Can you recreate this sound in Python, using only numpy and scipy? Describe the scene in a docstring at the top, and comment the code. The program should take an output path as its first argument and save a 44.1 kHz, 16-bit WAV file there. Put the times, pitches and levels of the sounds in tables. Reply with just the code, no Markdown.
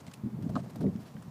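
"""An outdoor sand arena, heard through one microphone in the wind. A horse clears a jump, lands
with one hollow clop as the hoof rings, and canters away, each hoof a dull thud in the ground.
The hooves click on grit and throw up short sprays of sand that trickles back. Low gusts buffet
the microphone, the strongest ones brighter, over a faint open-air hiss."""
import sys
import numpy as np
from scipy import signal
from scipy.fft import rfft, irfft
from scipy.io import wavfile
from scipy.ndimage import uniform_filter1d

SR = 44100
rng = np.random.default_rng(int(sys.argv[2]) if len(sys.argv) > 2 else 0)


def digitize_waveform(pressure):
    """Quantize a signal to 16-bit integers and store it at the path in sys.argv[1].

    Rows of a 2-D input are taken as channels; values are limited to [-1, 1].
    """
    field = np.atleast_2d(pressure).T
    bounded = np.clip(field, -1, 1)
    quanta = np.round(bounded * 32767).astype(np.int16)
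    wavfile.write(sys.argv[1], SR, quanta)


N = 57330
T = np.arange(N) / SR


def undb(db):
    """Decibels to gain."""
    return 10 ** (np.asarray(db) / 20)


def unit(x):
    """Scale to rms 1."""
    return x / np.sqrt(np.mean(x ** 2))


def curve(points):
    """Gain over time from (s, dB) points."""
    return undb(np.interp(T, *np.array(points).T))


def band(x, low_hz, high_hz, order=3):
    """Band-pass, rms 1."""
    return unit(signal.sosfilt(signal.butter(order, [low_hz, high_hz], "band", fs=SR, output="sos"), x))


def noise(colour):
    """Noise with a spectrum of (Hz, dB) points, rms 1."""
    hz, db = np.array(colour).T
    bin_hz = np.arange(N // 2 + 1) * SR / N
    gain = undb(np.interp(np.log(bin_hz + 1), np.log(hz), db))
    return unit(irfft(rfft(rng.standard_normal(N)) * gain, N))


def burst(start, length, attack_s, decay_s):
    """Envelope that rises, holds until start + length and dies away exponentially."""
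    return np.clip((T - start) / attack_s, 0, 1) * np.exp(-np.maximum(T - start - length, 0) / decay_s)


def even_out(x, window_s=0.043, evenness=0.52):
    """Partly level the swells of a noise so that they are of similar strength, rms 1."""
    power = uniform_filter1d(x ** 2, int(window_s * SR))
    power = uniform_filter1d(power, int(window_s * SR / 2))
    return unit(x / (power + 1e-9) ** (evenness / 2))


def strike(ring, age, contact_s=0.00095):
    """Let a ring build up over the time of contact, peak 1."""
    ring = ring * (1 - np.exp(-(age / contact_s) ** 2))
    return ring / np.abs(ring).max()


def grains(per_second=11000, spread_db=4):
    """Dense clicks of sand grains, a few much larger than the rest."""
    hit = rng.random(N) < per_second / SR
    return hit * rng.standard_normal(N) * undb(spread_db * np.minimum(rng.exponential(size=N), 4))


def thuds(rise_s=0.0051, pitch_scatter=0.016):
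    """Each hoof presses into the sand and sets the ground swinging for a few low cycles."""
    # Each row: start in seconds, peak level in dB, pitch in Hz.
    hoof_falls = [(0.462, -26, 244), (0.494, -31, 176), (0.54, -25, 179), (0.562, -22, 230),
                  (0.763, -37.5, 238), (0.8, -25, 186), (0.839, -19.5, 208), (0.854, -20, 204),
                  (0.873, -20, 169), (0.953, -25.5, 193), (1.149, -33, 156), (1.179, -35, 217),
                  (1.277, -32.5, 150)]
    out = np.zeros(N)
    for (start, db, hz), detune in zip(hoof_falls, rng.standard_normal(len(hoof_falls))):
        age = np.maximum(T - start, 0)
        swell = (age / rise_s * np.exp(1 - age / rise_s)) ** 2.1
        out += undb(db) * swell * np.sin(2 * np.pi * hz * (1 + pitch_scatter * detune) * age)
    return out


def clop(width_octaves=0.5, muffle_hz=1650):
    """The landing hoof rings briefly, duller as it settles; the sand muffles the top."""
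    # Toe, sole, then settling. Each row: start in seconds, peak level in dB, most excited pitch in Hz.
    contacts = [(0.5542, -29.5, 1480), (0.5628, -23.5, 990), (0.5712, -28, 640), (0.5795, -58, 640)]
    # The hoof's hollow ring. Each row: frequency in Hz, relative level in dB, seconds to fall 60 dB.
    modes = [(503, -4.5, 0.074), (647, 2, 0.066), (702, -4.5, 0.053), (890, -3.5, 0.033),
             (1125, 5.5, 0.021), (1221, 2.5, 0.032), (1434, -5.5, 0.026), (1560, -5, .022)]
    out = np.zeros(N)
    for start, db, centre_hz in contacts:
        age = np.maximum(T - start, 0)
        ring = np.zeros(N)
        for (hz, mode_db, t60), phase in zip(modes, rng.normal(0, 0.5, len(modes))):
            excitation = 1 / (1 + (np.log2(hz / centre_hz) / width_octaves) ** 2)
            ring += excitation * undb(mode_db - 60 * age / t60) * np.sin(2 * np.pi * hz * age + phase)
        out += undb(db) * strike(ring, age)
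    return signal.sosfilt(signal.butter(8, muffle_hz, fs=SR, output="sos"), out)


def ticks():
    """Short bright clicks where a hoof catches coarse grit."""
    # Each row: start in seconds, peak level in dB, pitch in Hz.
    clicks = [(0.0660, -49, 2180), (0.081, -50, 2040), (0.1379, -43, 2610), (0.8654, -49.5, 1920),
              (1.1660, -44.5, 1584)]
    # A click's ring. Each row: multiple of the pitch, relative level in dB, seconds to fall 60 dB.
    modes = [(.72, -3, 0.012), (1, -0.5, 0.028), (1.17, 7, 0.0082), (1.55, -11, 0.018), (1.95, -8, 0.017)]
    out = np.zeros(N)
    for start, db, hz in clicks:
        age = np.maximum(T - start, 0)
        ring = np.zeros(N)
        for (ratio, mode_db, t60), phase in zip(modes, rng.standard_normal(len(modes))):
            ring += undb(mode_db - 60 * age / t60) * np.sin(2 * np.pi * hz * ratio * age + phase)
        out += undb(db) * strike(ring, age)
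    return out


def sand():
    """Sand scuffs and crunches under the hooves, sprays out and trickles back."""
    # Each row: start and length in seconds, scuff, crunch, grit and hiss in dB, top of the hiss in Hz.
    sprays = [(0.001, 0.0095, -61, -62.5, -62, -63.5, 9400), (0.0650, 0.0044, -68, -72, -58.5, -61.5, 9900),
              (0.074, 0.0074, -62, -57, -60, -63, 9100), (0.112, 0.0067, -66, -54.5, -61, -61.5, 9000),
              (0.1355, 0.0054, -78, -68, -52.5, -51.5, 11100), (0.423, .012, -78, -60.5, -62.5, -70, 13000),
              (0.446, 0.021, -50.5, -78, -83, -76, 8700),
              (0.492, 0.0093, -44.5, -58.5, -62.5, -62.5, 12500),
              (0.5532, 0.0098, -45.5, -78, -52.5, -63.5, 8200),
              (0.568, 0.035, -48, -60.5, -64.5, -69, 9700), (0.638, 0.011, -55.5, -65, -69.5, -69.5, 10300),
              (0.658, .009, -50.5, -61, -74, -78, 8450), (0.696, 0.013, -57, -60.5, -64, -64, 12400),
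              (0.756, 0.0073, -43.5, -56.5, -59, -57.5, 14700),
              (0.806, 0.0073, -39.5, -57.5, -61.5, -63, 11900),
              (0.814, .030, -51.5, -67, -68, -73.5, 12000), (0.959, 0.0027, -65, -62, -62, -85, 8000),
              (0.998, 0.038, -65.5, -66, -67.5, -72, 14000), (1.055, 0.033, -70, -64, -65, -72.5, 12000),
              (1.222, 0.0038, -70, -59.5, -63, -63, 11200)]
    # Loose sand falling back. Each row: time in seconds, level in dB.
    trickle = [(0, -71.5), (0.16, -67.5), (0.21, -79), (0.40, -81), (0.45, -73), (0.62, -69), (0.9, -73.5),
               (1.07, -69.5), (1.3, -71)]
    scuff = even_out(band(grains(), 376, 707))
    crunch = band(grains(), 830, 1770)
    grit = band(grains(), 2040, 5450)
    fine_sand = grains()
    out = curve(trickle) * band(grains(), 1570, 7500, order=2)
    for start, length, *levels_db, top_hz in sprays:
        hiss = band(fine_sand, 6350, top_hz, order=2)
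        spray = undb(levels_db) @ np.array([scuff, crunch, grit, hiss])
        out += burst(start, length, attack_s=0.0011, decay_s=0.0043) * spray
    return out


def wind(knee_hz=183):
    """Eddies rumble on the microphone, with short buffets; the strongest reach higher in pitch."""
    # The rumble's rise and fall. Each row: time in seconds, level in dB.
    gusts = [(0, -50.5), (0.06, -51.5), (0.087, -42), (0.115, -55.5), (0.205, -48.5), (0.26, -49.5),
             (0.31, -43.5), (0.43, -37.5), (0.52, -35), (0.60, -37), (0.66, -42), (0.74, -47.5),
             (0.79, -37.5), (0.93, -41.5), (1.0, -40), (1.08, -55), (1.16, -46), (1.3, -49.5)]
    # The rumble's spectrum. Each row: frequency in Hz, relative level in dB.
    colour = [(25, -33), (50, -33), (80, -10), (130, 0), (190, 0), (260, -9), (350, -16.5), (550, -27.5),
              (900, -42), (2000, -68)]
    # Each row: start and length in seconds, level in dB, upper edge in Hz.
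    buffets = [(0.235, 0.043, -31.5, 289), (0.327, 0.025, -37.5, 207), (0.383, 0.0057, -35.5, 333),
               (0.429, 0.015, -34.5, 287), (0.812, 0.028, -31.5, 407), (0.836, 0.022, -28, 530),
               (0.855, 0.039, -28, 379)]
    out = curve(gusts) * even_out(noise(colour))
    roll_off = signal.butter(1, knee_hz, fs=SR, output="sos")
    for start, length, db, top_hz in buffets:
        turbulence = signal.sosfilt(roll_off, rng.standard_normal(N))
        swirl = even_out(band(turbulence, 119.3, top_hz))
        out += undb(db) * burst(start, length, attack_s=0.0044, decay_s=0.0091) * swirl
    return out


def open_air(level_db=-57):
    """The faint, steady hiss of the open air behind the horse."""
    # Each row: frequency in Hz, relative level in dB.
    colour = [(25, -8), (60, -5.5), (180, 7), (350, 3.5), (600, 4), (1050, 0.5), (1500, -7), (2000, -9.5),
              (2800, -15), (4200, -17.5), (8000, -22.5), (11000, -22.5), (15000, -20.5)]
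    return undb(level_db) * noise(colour)


def scene():
    """Hooves, sand and wind over the open air, in mono."""
    return (thuds() + clop() + ticks() + sand() + wind() + open_air())[None]


def record(dry):
    """The recorder thins the deepest bass and cuts the top."""
    low_hz, top_hz = 53, 15200
    thinned = signal.sosfilt(signal.butter(1, low_hz, "high", fs=SR, output="sos"), dry)
    return signal.sosfilt(signal.ellip(8, 0.2, 70, top_hz, fs=SR, output="sos"), thinned)


dry = scene()
out = record(dry)
digitize_waveform(out)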